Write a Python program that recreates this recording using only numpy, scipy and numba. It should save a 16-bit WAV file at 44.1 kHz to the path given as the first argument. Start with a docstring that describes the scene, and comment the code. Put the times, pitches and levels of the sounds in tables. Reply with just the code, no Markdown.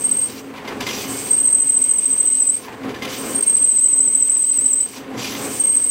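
"""In a workshop, a drill press pecks a wet diamond core bit into stone, with a phone close by.
The belt-driven head rumbles; the bit knocks the lip of the hole, and rubs its wall as it rises.
Grit grinds and coolant hisses while the bit is in the hole. Under load the thin tube squeals,
its pitch and level nearly repeating with each turn of the uneven rim. Filtered noise makes the rough
sounds, sines the tones; the phone's gain control ducks the whole mix when it gets loud."""
import sys
import numpy as np
from scipy import signal
from scipy.fft import rfft, irfft, next_fast_len
from scipy.io import wavfile
from scipy.ndimage import uniform_filter1d, minimum_filter1d, map_coordinates
from numba import njit

SR = 44100
rng = np.random.default_rng(int(sys.argv[2]) if len(sys.argv) > 2 else 0)


def waveform_to_disk(signal):
    """Save audio, clipped to [-1, 1], as 16-bit WAV at the path in sys.argv[1]."""
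    frames = np.transpose(np.atleast_2d(signal))
    scaled = np.clip(frames, -1, 1) * 32767
    samples = np.round(scaled).astype(np.int16)
    wavfile.write(sys.argv[1], SR, samples)


N = 260190


def undb(db):
    """Gain of a level in dB."""
    return 10 ** (np.asarray(db) / 20)


def level(x, db):
    """Scale to an rms level in dB."""
    return x * undb(db) / np.sqrt(np.mean(x ** 2))


def curves(rows):
    """Each column of (start_s, value, ..) rows, interpolated at every sample."""
    s, *columns = np.transpose(rows)
    t = np.arange(N) / SR
    return [np.interp(t, s, column) for column in columns]


def bumps(rows):
    """Sum of bell-shaped (centre_s, size, length_s) moments."""
    t = np.arange(N) / SR
    return sum(size * np.exp(-((t - s) / length) ** 2) for s, size, length in rows)


def walk(rate_hz):
    """Random levels held 1 / rate_hz and smoothed twice; rms 1."""
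    hold = int(SR / rate_hz)
    steps = np.repeat(rng.standard_normal(N // hold + 1), hold)
    smooth = uniform_filter1d(uniform_filter1d(steps, hold), hold)
    return level(smooth[:N], 0)


def coloured(x, spectrum, spectrum_db, modes):
    """Filter a broadband sound by a spectrum plus a body's resonances, balanced in dB; rms 1."""
    n = next_fast_len(N)
    f = np.arange(n // 2 + 1) * SR / n + 1  # the 1 Hz keeps the logarithm finite
    points_hz, points_db = np.transpose(spectrum)
    gain = level(undb(np.interp(np.log(f), np.log(points_hz), points_db)), spectrum_db)
    for hz, width_hz, db in modes:
        peak = 1j * f * width_hz / (hz ** 2 - f ** 2 + 1j * f * width_hz)
        gain = gain + peak * undb(db) / np.sqrt(np.mean(np.abs(peak) ** 2))
    return level(irfft(rfft(x, n) * gain, n)[:N], 0)


@njit
def band(x, hz, width):
    """State-variable band-pass whose centre may move every sample."""
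    y, b, l = np.empty(len(x)), 0., 0.
    for i in range(len(x)):
        g, k = np.tan(np.pi * hz[i] / SR), width / hz[i]
        v = (b + g * (x[i] - l)) / (1 + g * (g + k))
        b, l, y[i] = 2 * v - b, l + 2 * g * v, k * v
    return y


@njit
def slew(target, start, fall, rise):
    """Follow a target at one pace downwards and another upwards."""
    y, g = np.empty(len(target)), start
    for i in range(len(target)):
        g += (target[i] - g) * (fall if target[i] < g else rise)
        y[i] = g
    return y


def waver(x, depth, rate_hz):
    """Vary the playback speed by a small share, so all resonances drift together."""
    drift = np.cumsum(depth * walk(rate_hz))
    return map_coordinates(x, [np.arange(N) + drift], mode="mirror")


# rumble spectrum of the head: pitch_hz [Hz], level_db [dB per Hz, relative]
HEAD_SPECTRUM = [(15, -57), (25, -23), (179, -9), (266, -1), (357, -6.5), (425, -2.5), (614, -11.5),
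                 (1110, -14.5), (2380, -18), (3050, -24.5), (4740, -35.5), (5370, -51.5), (9000, -41),
                 (11700, -71), (19800, -120)]
# casting, table and belt guard resonances: pitch_hz [Hz], width_hz [Hz], level_db [dB, relative]
FRAME_MODES = [(123, 19, -11), (223, 10, -8.5), (267, 9.9, -3), (338, 47, -12), (420, 19, -9.5),
               (516, 20, -10), (747, 67, -12), (1033, 73, -11.5)]
# the feed lever jolts the quill and the head gets louder: centre_s [s], rise_db [dB], length_s [s]
JOLTS = [(.72, 4.5, 0.043), (.815, 4.5, 0.022), (2.46, 1.5, 0.035), (2.89, 6.5, 0.05), (3.22, 1.5, 0.12),
         (5.18, 4, .06), (5.45, 3.5, 0.063)]
HEAD_DB, BELT_HZ, MOTOR_HZ = -30, 9.15, 27.8
HUM_HZ, HUM_DB, HUM_FLUTTER_DB = 270, -12, 1.5  # the casting's tone; HUM_DB is relative to the rumble


def head():
    """Bearings and belt shake the casting; the rumble throbs with belt and motor, over a hum."""
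    t = np.arange(N) / SR
    motor_db = 1.0 * np.sin(2 * np.pi * MOTOR_HZ * t)
    belt_db = 0.51 * np.sin(2 * np.pi * 2 * BELT_HZ * t)  # twice per belt turn
    throb_db = motor_db + belt_db + 1.37 * walk(22.0)
    rumble = coloured(rng.standard_normal(N) * undb(throb_db), HEAD_SPECTRUM, 4.1, FRAME_MODES)
    hum_phase = 2 * np.pi * np.cumsum(HUM_HZ + 2.5 * walk(8)) / SR
    hum = level(np.sin(hum_phase), HUM_DB) * undb(HUM_FLUTTER_DB * walk(10))
    return (rumble + hum) * undb(HEAD_DB + bumps(JOLTS) + 0.61 * walk(4.05))


# the spinning bit knocks and scrapes the lip of the hole: start_s [s], scrape_db [dB],
# decay_s [s to -60 dB, at least 0.03], near_hz [Hz, modes around this pitch ring], ring_db [dB]
KNOCKS = [(.5576, -31, .2, 1160, -34), (.649, -27, .06, 2900, -33), (.6755, -23, .14, 2080, -25),
          (.804, -15, .14, 2080, -31), (.866, -14, 0.15, 2080, -21.5), (.8894, -13, 0.02, 3270, -16),
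          (.9094, -26, .06, 5960, -23), (.9844, -29, .03, 3500, -22), (1.0094, -26, .05, 3100, -24),
          (1.0398, -26, 0.2, 2420, -25), (2.7237, -29, .08, 2420, -38), (2.8331, -28, 0.06, 3270, -30),
          (2.891, -23, .09, 2820, -28), (2.942, -23, .08, 2420, -28), (2.96, -27.5, 0.17, 1740, -25),
          (3.0205, -21, 0.47, 2080, -21.5), (3.0494, -30, .08, 2970, -26), (3.075, -33, 0.1, 3470, -28),
          (3.1194, -29, 0.6, 2420, -25), (4.955, -29, .5, 2900, -32), (5.1758, -24, .3, 2080, -26),
          (5.2094, -27, .03, 3020, -25), (5.2244, -27, .03, 2950, -18), (5.243, -17, 0.15, 2420, -18),
          (5.2744, -26, 0.2, 4790, -26), (5.3194, -25, 0.3, 5960, -26), (5.3494, -20, .07, 3470, -24)]
# scrape spectrum at the lip: pitch_hz [Hz], level_db [dB per Hz, relative]
LIP_SPECTRUM = [(300, -18), (800, -11), (2000, 0), (3500, 0), (5500, -7), (10000, -17)]
# resonances of the bit: pitch_hz [Hz], width_hz [Hz], level_db [dB, relative, in the scrape]
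BIT_MODES = [(1040, 52, -5), (1740, 38, -19.5), (2080, 26, -9.5), (2420, 63, -11), (2960, 180, -7.5),
             (3270, 90, -16), (3510, 97, -14.5), (4790, 40, -11.5), (5960, 70, -15)]


def knocks():
    """Each knock is a scraping burst; the modes nearest the point of contact ring out clearly."""
    since = np.arange(SR // 2) / SR
    rise = 1 - np.exp(-since / 0.0009)
    fade, ring = np.zeros((2, N + len(since)))
    for s, scrape_db, decay_s, near_hz, ring_db in KNOCKS:
        at = slice(int(s * SR), int(s * SR) + len(since))
        fade[at] += undb(scrape_db) * np.exp(-np.log(1000) * since / max(decay_s, .03)) * rise
        for hz, width_hz, _ in BIT_MODES:
            share = np.exp(-(np.log(hz / near_hz) / 0.062) ** 2)
            if share > .05:
                mode = np.exp(-np.pi * width_hz * since) * np.sin(2 * np.pi * hz * since)
                ring[at] += share * undb(ring_db) * rise * mode
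    noise = coloured(rng.standard_normal(N), LIP_SPECTRUM, 0, BIT_MODES)
    scrape = undb(-7.5 + 2.8 * walk(150)) * fade[:N] * noise
    return scrape + ring[:N] * undb(1.3 * walk(200))


# the rising bit rubs the wall of the hole, one list per rub:
# start_s [s], resonance_hz [Hz], level_db [dB, of the narrow band]
RUBS = [
    [(.54, 1020, -36), (.578, 1040, -37), (.638, 830, -40), (.672, 1040, -36), (.722, 814, -33),
     (.758, 917, -42), (.79, 814, -40)],
    [(2.635, 1160, -46), (2.644, 1160, -29), (2.662, 1050, -36), (2.686, 930, -30), (2.706, 950, -38),
     (2.732, 900, -31), (2.762, 830, -42), (2.8, 900, -46)],
    [(4.93, 958, -46), (4.954, 945, -38), (5.004, 772, -46), (5.02, 768, -44), (5.07, 958, -46),
     (5.15, 745, -43)],
]
RUB_WASH_DB = -6.5  # wide band relative to the narrow one


def rub():
    """A gritty rub in a resonance that moves as the bit rises, with a wider wash above it."""
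    rows = []
    for points in RUBS:
        first, last = points[0], points[-1]
        rows.append((first[0] - .02, first[1], -90))
        rows += list(points)
        rows.append((last[0] + .02, last[1], -90))
    hz, db = curves(rows)
    grains = rng.standard_normal(N) * undb(3.5 * np.minimum(rng.exponential(size=N), 4))
    narrow = level(band(grains, hz, 190.), 0)
    wash_hz = 1.7 * hz
    wash = level(band(band(grains, wash_hz, 1300.), wash_hz, 1300.), RUB_WASH_DB)
    return (narrow + wash) * undb(db + 1.8 * walk(90))


# the pecks, one row each: enter_s, scrape_s (the wall), slide_s (free), touch_s (the bottom), bite_s,
# release_s, leave_s [all s], turn_s [s, the rim's pattern starts a turn],
# squeal_db, rasp_db, down_db (grinding on the way down) [dB, added to the stage levels]
PECKS = [(-.5, -.42, -.25, -0.17, .03, .235, 0.41, .035, -1, 5.5, -2),
         (.8, 0.875, .99, 1.095, 1.305, 2.55, 2.678, 1.396, 1, 0, 0.5),
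         (3.02, 3.101, 3.13, 3.185, 3.355, 4.84, 5.0, 3.417, 1.5, -3, -1.5),
         (5.152, 5.192, 5.345, 5.428, 5.59, 6.6, 6.73, 5.47, -1.5, -3, 1)]
# names of the first seven columns of PECKS
MOMENTS = ["enter", "scrape", "slide", "touch", "bite", "release", "leave"]
# every peck passes the same stages: moment [name], after_s [s], squeal_db, rasp_db, grinding_db,
# coolant_hiss_db, spindle_load_db [all dB]
STAGES = [("enter", -.012, -80, -80, -50.5, -57, -60), ("enter", 0.013, -80, -80, -44, -61, -56),
          ("scrape", -0.021, -80, -80, -39.5, -52, -53), ("scrape", 0, -80, -80, -31, -46, -46),
          ("slide", 0, -70, -69, -31.5, -44, -37), ("touch", -.02, -60, -50, -35.5, -40, -38),
          ("touch", 0, -36, -27, -36.5, -31, -39), ("touch", .06, -40, -34, -38, -33, -39),
          ("bite", -0.015, -31, -27.5, -39, -32.5, -37.5), ("bite", 0.0076, -7, -16.5, -39, -33.5, -38.5),
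          ("bite", 0.13, -7.5, -26, -36.5, -42, -35.5), ("halfway", 0, -7.5, -24.5, -34.5, -52, -32),
          ("release", -0.03, -9, -20.5, -35, -40.5, -33.5), ("release", 0, -10, -20, -36.5, -30, -34),
          ("release", 0.039, -22, -29.5, -35.5, -32.5, -36.5),
          ("leave", -0.017, -65, -54.5, -34.5, -48, -41.5), ("leave", 0.014, -80, -80, -51.5, -51, -52),
          ("raised", 0, -80, -80, -61, -62, -62)]


def stages():
    """Squeal, rasp, grinding, hiss and load levels laid out at the moments of each peck."""
    rows = []
    next_enters = [peck[0] for peck in PECKS[1:]] + [7.]
    for (*times, _, squeal_db, rasp_db, down_db), next_s in zip(PECKS, next_enters):
        at = dict(zip(MOMENTS, times))
        at["halfway"] = (at["bite"] + at["release"]) / 2
        at["raised"] = (at["leave"] + next_s) / 2
        for moment, after_s, squeal, rasp, grind, *rest in STAGES:
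            grind = grind + down_db * (moment in ("scrape", "slide"))
            rows.append((at[moment] + after_s, squeal + squeal_db, rasp + rasp_db, grind, *rest))
    return curves(sorted(rows))


FIZZ_HZ, FIZZ_WIDTH_HZ, FIZZ_DB = 11000., 3500., -12  # FIZZ_DB is relative to the grinding


def fizz(grind_db, squeal_db):
    """Bright fizz, a band of noise, follows the grinding and fades as the squeal grows louder."""
    centre = np.full(N, FIZZ_HZ)
    noise = band(band(rng.standard_normal(N), centre, FIZZ_WIDTH_HZ), centre, FIZZ_WIDTH_HZ)
    fade_db = 1.5 * np.maximum(squeal_db + 32, 0)
    return level(noise, FIZZ_DB) * undb(grind_db - fade_db + 2.0 * walk(40))


# grinding, coolant and spray spectra: pitch_hz [Hz], level_db [dB per Hz, relative]
GRIT_SPECTRUM = [(710, -33.5), (1200, -4.5), (1550, -13.5), (2480, -1.5), (2840, -1), (3080, -2.5),
                 (6110, -1.5), (9000, -14.5), (11700, -46.5), (19800, -120)]
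HISS_SPECTRUM = [(4000, -29), (5500, -11.5), (7000, -5.5), (8300, 8.5), (9600, -12.5), (10800, -19.5),
                 (13000, -8.5), (16000, -33.5)]
SPRAY_SPECTRUM = [(9500, -41.5), (11200, -19), (12800, -2.5), (14200, 5.5), (16000, 0.5)]
# chuck, bit and clamp rung by the grit: pitch_hz [Hz], width_hz [Hz], level_db [dB, relative]
CHUCK_MODES = [(1800, 31, -22), (2455, 160, -15.5), (4630, 10, -25.5), (4850, 27, -15.5), (5760, 48, -16),
               (7530, 68, -15.5)]
# loaded spindle and column: pitch_hz [Hz], width_hz [Hz], level_db [dB, relative]
WHINE_MODES = [(273.3, 11, -2), (2190, 28, -7), (3010, 100, -4.5), (6250, 75, -4)]
WHINE_DRIFT, WHINE_FLUTTER_DB, SPRAY_FLUTTER_DB = .003, 1.3, .8  # drift is a share of pitch


def grinding(grind_db, hiss_db, load_db):
    """Diamond grains scratch the stone in uneven clicks that ring the chuck; coolant hisses at the rim."""
    grains = rng.standard_normal((4, N)) * undb(2.3 * np.minimum(rng.exponential(size=(4, N)), 6))
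    flicker_db = 1.02 * walk(35)
    grit = waver(coloured(grains[0], GRIT_SPECTRUM, 0, CHUCK_MODES), .006, 20)
    grit = grit * undb(grind_db + flicker_db + 1.2 * walk(140) + .8 * walk(45))
    hiss = coloured(grains[1], HISS_SPECTRUM, 0, [])
    hiss = hiss * undb(hiss_db + flicker_db + 2.0 * walk(40))
    # load on the bit raises the spindle's whine and the fine spray thrown off the rim together
    whine = waver(coloured(grains[2], GRIT_SPECTRUM, -29, WHINE_MODES), WHINE_DRIFT, 12)
    whine = whine * undb(WHINE_FLUTTER_DB * walk(25) - 2)
    spray = coloured(grains[3], SPRAY_SPECTRUM, 0, []) * undb(0.5 + SPRAY_FLUTTER_DB * walk(60))
    return grit + hiss + (whine + spray) * undb(load_db)


# gaps and high spots of the rim: position [share of turn], shift [share of turn, at seating 1],
# width [share of turn], light_db, deep_db [dB, lightly and deeply seated],
# light_hz, deep_hz [Hz, pitch shift lightly and deeply seated]
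RIM_SPOTS = [(.01, -.01, 0.031, -19, -20.5, 0, 0), (0.081, 0.004, .16, 0, 0, -75, -245),
             (.15, -0.0048, .07, 8.5, 8, -30, -60), (.27, -0.0087, .05, 2, 1, 90, 70),
             (.375, -.04, .045, -11, -13, 20, -110), (.5, 0.0, .1, -2, 1.5, 0, 0),
             (.68, .02, 0.039, -2.5, -1.5, 0, 0), (.76, 0.0052, .06, -0.5, 1.5, 40, 35),
             (.87, -0.0041, .09, 7.5, 5.5, -25, 0)]
# the trailing high spot (last of the rim) grips differently over time: start_s [s], level_db [dB]
GRIP = [(1.9, -1.5), (2.1, -4), (2.27, -1.5), (2.37, 1), (4.2, 0), (4.8, -3)]
RIM_DB = -2.5  # level between the spots
UNEVEN_SHARE, UNEVEN_DB, UNEVEN_HZ = .009, 1.4, 24  # spread of each pass: share of turn, dB, Hz


def rim(turns, seat):
    """Level and pitch shift as each spot of the rim passes; no two passes of a spot are alike."""
    db, hz = RIM_DB, 0
    chance = rng.standard_normal((len(RIM_SPOTS), 3, 128))
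    last = len(RIM_SPOTS) - 1
    grip_db = np.outer(np.arange(len(RIM_SPOTS)) == last, curves(GRIP)[0])
    for spot, draws, extra_db in zip(RIM_SPOTS, chance, grip_db):
        position, shift, width, light_db, deep_db, light_hz, deep_hz = spot
        from_spot = turns - position - shift * seat
        nearest = np.round(from_spot)
        late, louder, higher = draws[:, nearest.astype(int) % 128]
        near = np.exp(-((from_spot - nearest - UNEVEN_SHARE * late) / width) ** 2)
        db = db + (light_db + seat * (deep_db - light_db) + extra_db + UNEVEN_DB * louder) * near
        hz = hz + (light_hz + seat * (deep_hz - light_hz) + UNEVEN_HZ * higher) * near
    return db, hz


# feed pressure pulls the tube's pitch down and seats the rim, one list per peck:
# start_s [s], pitch_hz [Hz, before the rim bends it], seating [0 light, 1 deep]
FEED = [
    [(0, 8420, 0), (.14, 8357, 0.09), (.23, 8400, 0.02), (.27, 8530, 0.03)],
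    [(1.28, 8530, 0), (1.31, 8385, 0.04), (1.42, 8310, .06), (1.6, 8250, .1), (2.2, 8296, .29),
     (2.4, 8210, .47), (2.5, 8140, 0.69), (2.55, 8340, 0.11), (2.59, 8670, 0.02)],
    [(3.34, 8630, 0.01), (3.36, 8550, 0.06), (3.5, 8400, 0.06), (3.6, 8310, 0.45), (3.8, 8234, .93),
     (4.5, 8232, 1.1), (4.78, 8217, 1.04), (4.84, 8250, 0.4), (4.88, 8490, 0)],
    [(5.44, 8660, 0), (5.585, 8790, 0), (5.6, 8430, 0), (5.66, 8366, 0), (5.9, 8277, .3)],
]
# the rim snags and drags the pitch down: centre_s [s], drop_hz [Hz], length_s [s]
SNAGS = [(4.728, 597, 0.00604), (4.815, 199, 0.01015)]
# the squeal catches and drops out, mostly before the rim is seated: centre_s [s], depth_db [dB]
DROPOUTS = [(.005, 14), (.033, 17), (.077, 33), (0.105, 21), (0.137, 19), (0.163, 18), (0.208, 16),
            (1.303, 10), (1.327, 15.5), (1.36, 17.5), (1.377, 10), (1.398, 10), (1.408, 5.5), (1.429, 12.5),
            (2.012, 12), (2.174, 10), (2.462, 7), (3.373, 23), (3.402, 25.5), (3.4185, 30), (3.447, 18),
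            (3.459, 14), (4.048, 5), (4.122, 5), (4.268, 5), (5.594, 8), (5.622, 10), (5.632, 24),
            (5.664, 14)]
SPINDLE_HZ, DROPOUT_S = 13.75, 0.0052
LIGHT_FEED_HZ, LOUDER_DB_PER_HZ = 8377, .025  # louder as the pitch sinks below this, softer above


def squeal(clean_db, rasp_db):
    """The tube sings on one mode; the rim's shape bends pitch and level once a turn."""
    t = np.arange(N) / SR
    hz, seat = curves(sum(FEED, []))
    clean_db = clean_db + LOUDER_DB_PER_HZ * (LIGHT_FEED_HZ - hz)
    enter, *_, turn_s, _, _, _ = np.transpose(PECKS)
    peck = np.searchsorted(enter, t) - 1
    turns = (t - turn_s[peck]) * SPINDLE_HZ + 30 * peck  # whole turns, for fresh draws in each peck
    spot_db, spot_hz = rim(turns, seat)
    bend_hz = spot_hz - bumps(SNAGS)
    hz = hz + bend_hz + 12 * walk(50)
    settled = np.clip(seat / 0.085, 0, 1)  # the rim's level pattern only shows once it has found its seat
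    rim_db = settled * spot_db - bumps([(s, depth_db, DROPOUT_S) for s, depth_db in DROPOUTS])

    phase = 2 * np.pi * np.cumsum(hz) / SR
    tone = np.sqrt(2) * (np.sin(phase) + undb(-27.0) * np.sin(2 * phase))
    tone = tone * undb(clean_db + rim_db + 0.72 * walk(50))

    noise = rng.standard_normal((2, N))
    core = level(band(band(noise[0], hz, 160.0), hz, 160.0), -2.8)
    skirt = level(band(band(noise[0], hz - 200, 510.0), hz - 200, 440.0), -13.0)
    rasp = (core + skirt) * undb(rasp_db + 0.83 * rim_db)

    # hard drag, heard as low pitch, also stirs a lower mode of the tube
    lower_hz = np.full(N, 7580.)
    drag = level(band(band(noise[1], lower_hz, 350.), lower_hz, 350.), 0)
    drag = drag * undb(clean_db - 37 - 0.055 * np.maximum(bend_hz, -260) + 3.4 * walk(30))

    direct = tone + rasp + drag
    # table top and wall return it a little later: delay s, dB
    echoes = [(.0043, -21), (.0117, -15.5), (.023, -15.5)]
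    return direct + sum(undb(db) * np.roll(direct, int(s * SR)) for s, db in echoes)


def scene():
    """Everything reaches one microphone."""
    squeal_db, rasp_db, grind_db, hiss_db, load_db = stages()
    background = head() + knocks() + rub()
    cutting = fizz(grind_db, squeal_db) + grinding(grind_db, hiss_db, load_db)
    return (background + cutting + squeal(squeal_db, rasp_db))[None]


TOP_HZ = 15800  # low-pass cutoff: nothing is heard above this pitch


def record(dry):
    """Gain control ducks what exceeds a threshold and recovers slowly; peaks are limited, the top is cut."""
    loud_db = 10 * np.log10(uniform_filter1d(dry[0] ** 2, 3000) + 1e-12)
    threshold_db, slope, first_db, fall_s, rise_s = -24, 0.5225, -5.5, 0.095, 0.22
    target_db = -slope * np.maximum(loud_db - threshold_db, 0)
    gain_db = slew(target_db, first_db, 1 / (fall_s * SR), 1 / (rise_s * SR))
    ducked = dry * undb(gain_db)
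    held = -minimum_filter1d(-np.abs(ducked), 44)  # largest sample within 1 ms
    peak = uniform_filter1d(held, 44) / .8 + 1e-9
    limited = ducked * np.tanh(peak) / peak
    low_pass = signal.ellip(16, .3, 90, TOP_HZ, fs=SR, output="sos")
    return signal.sosfilt(low_pass, limited)


dry = scene()
out = record(dry)
waveform_to_disk(out)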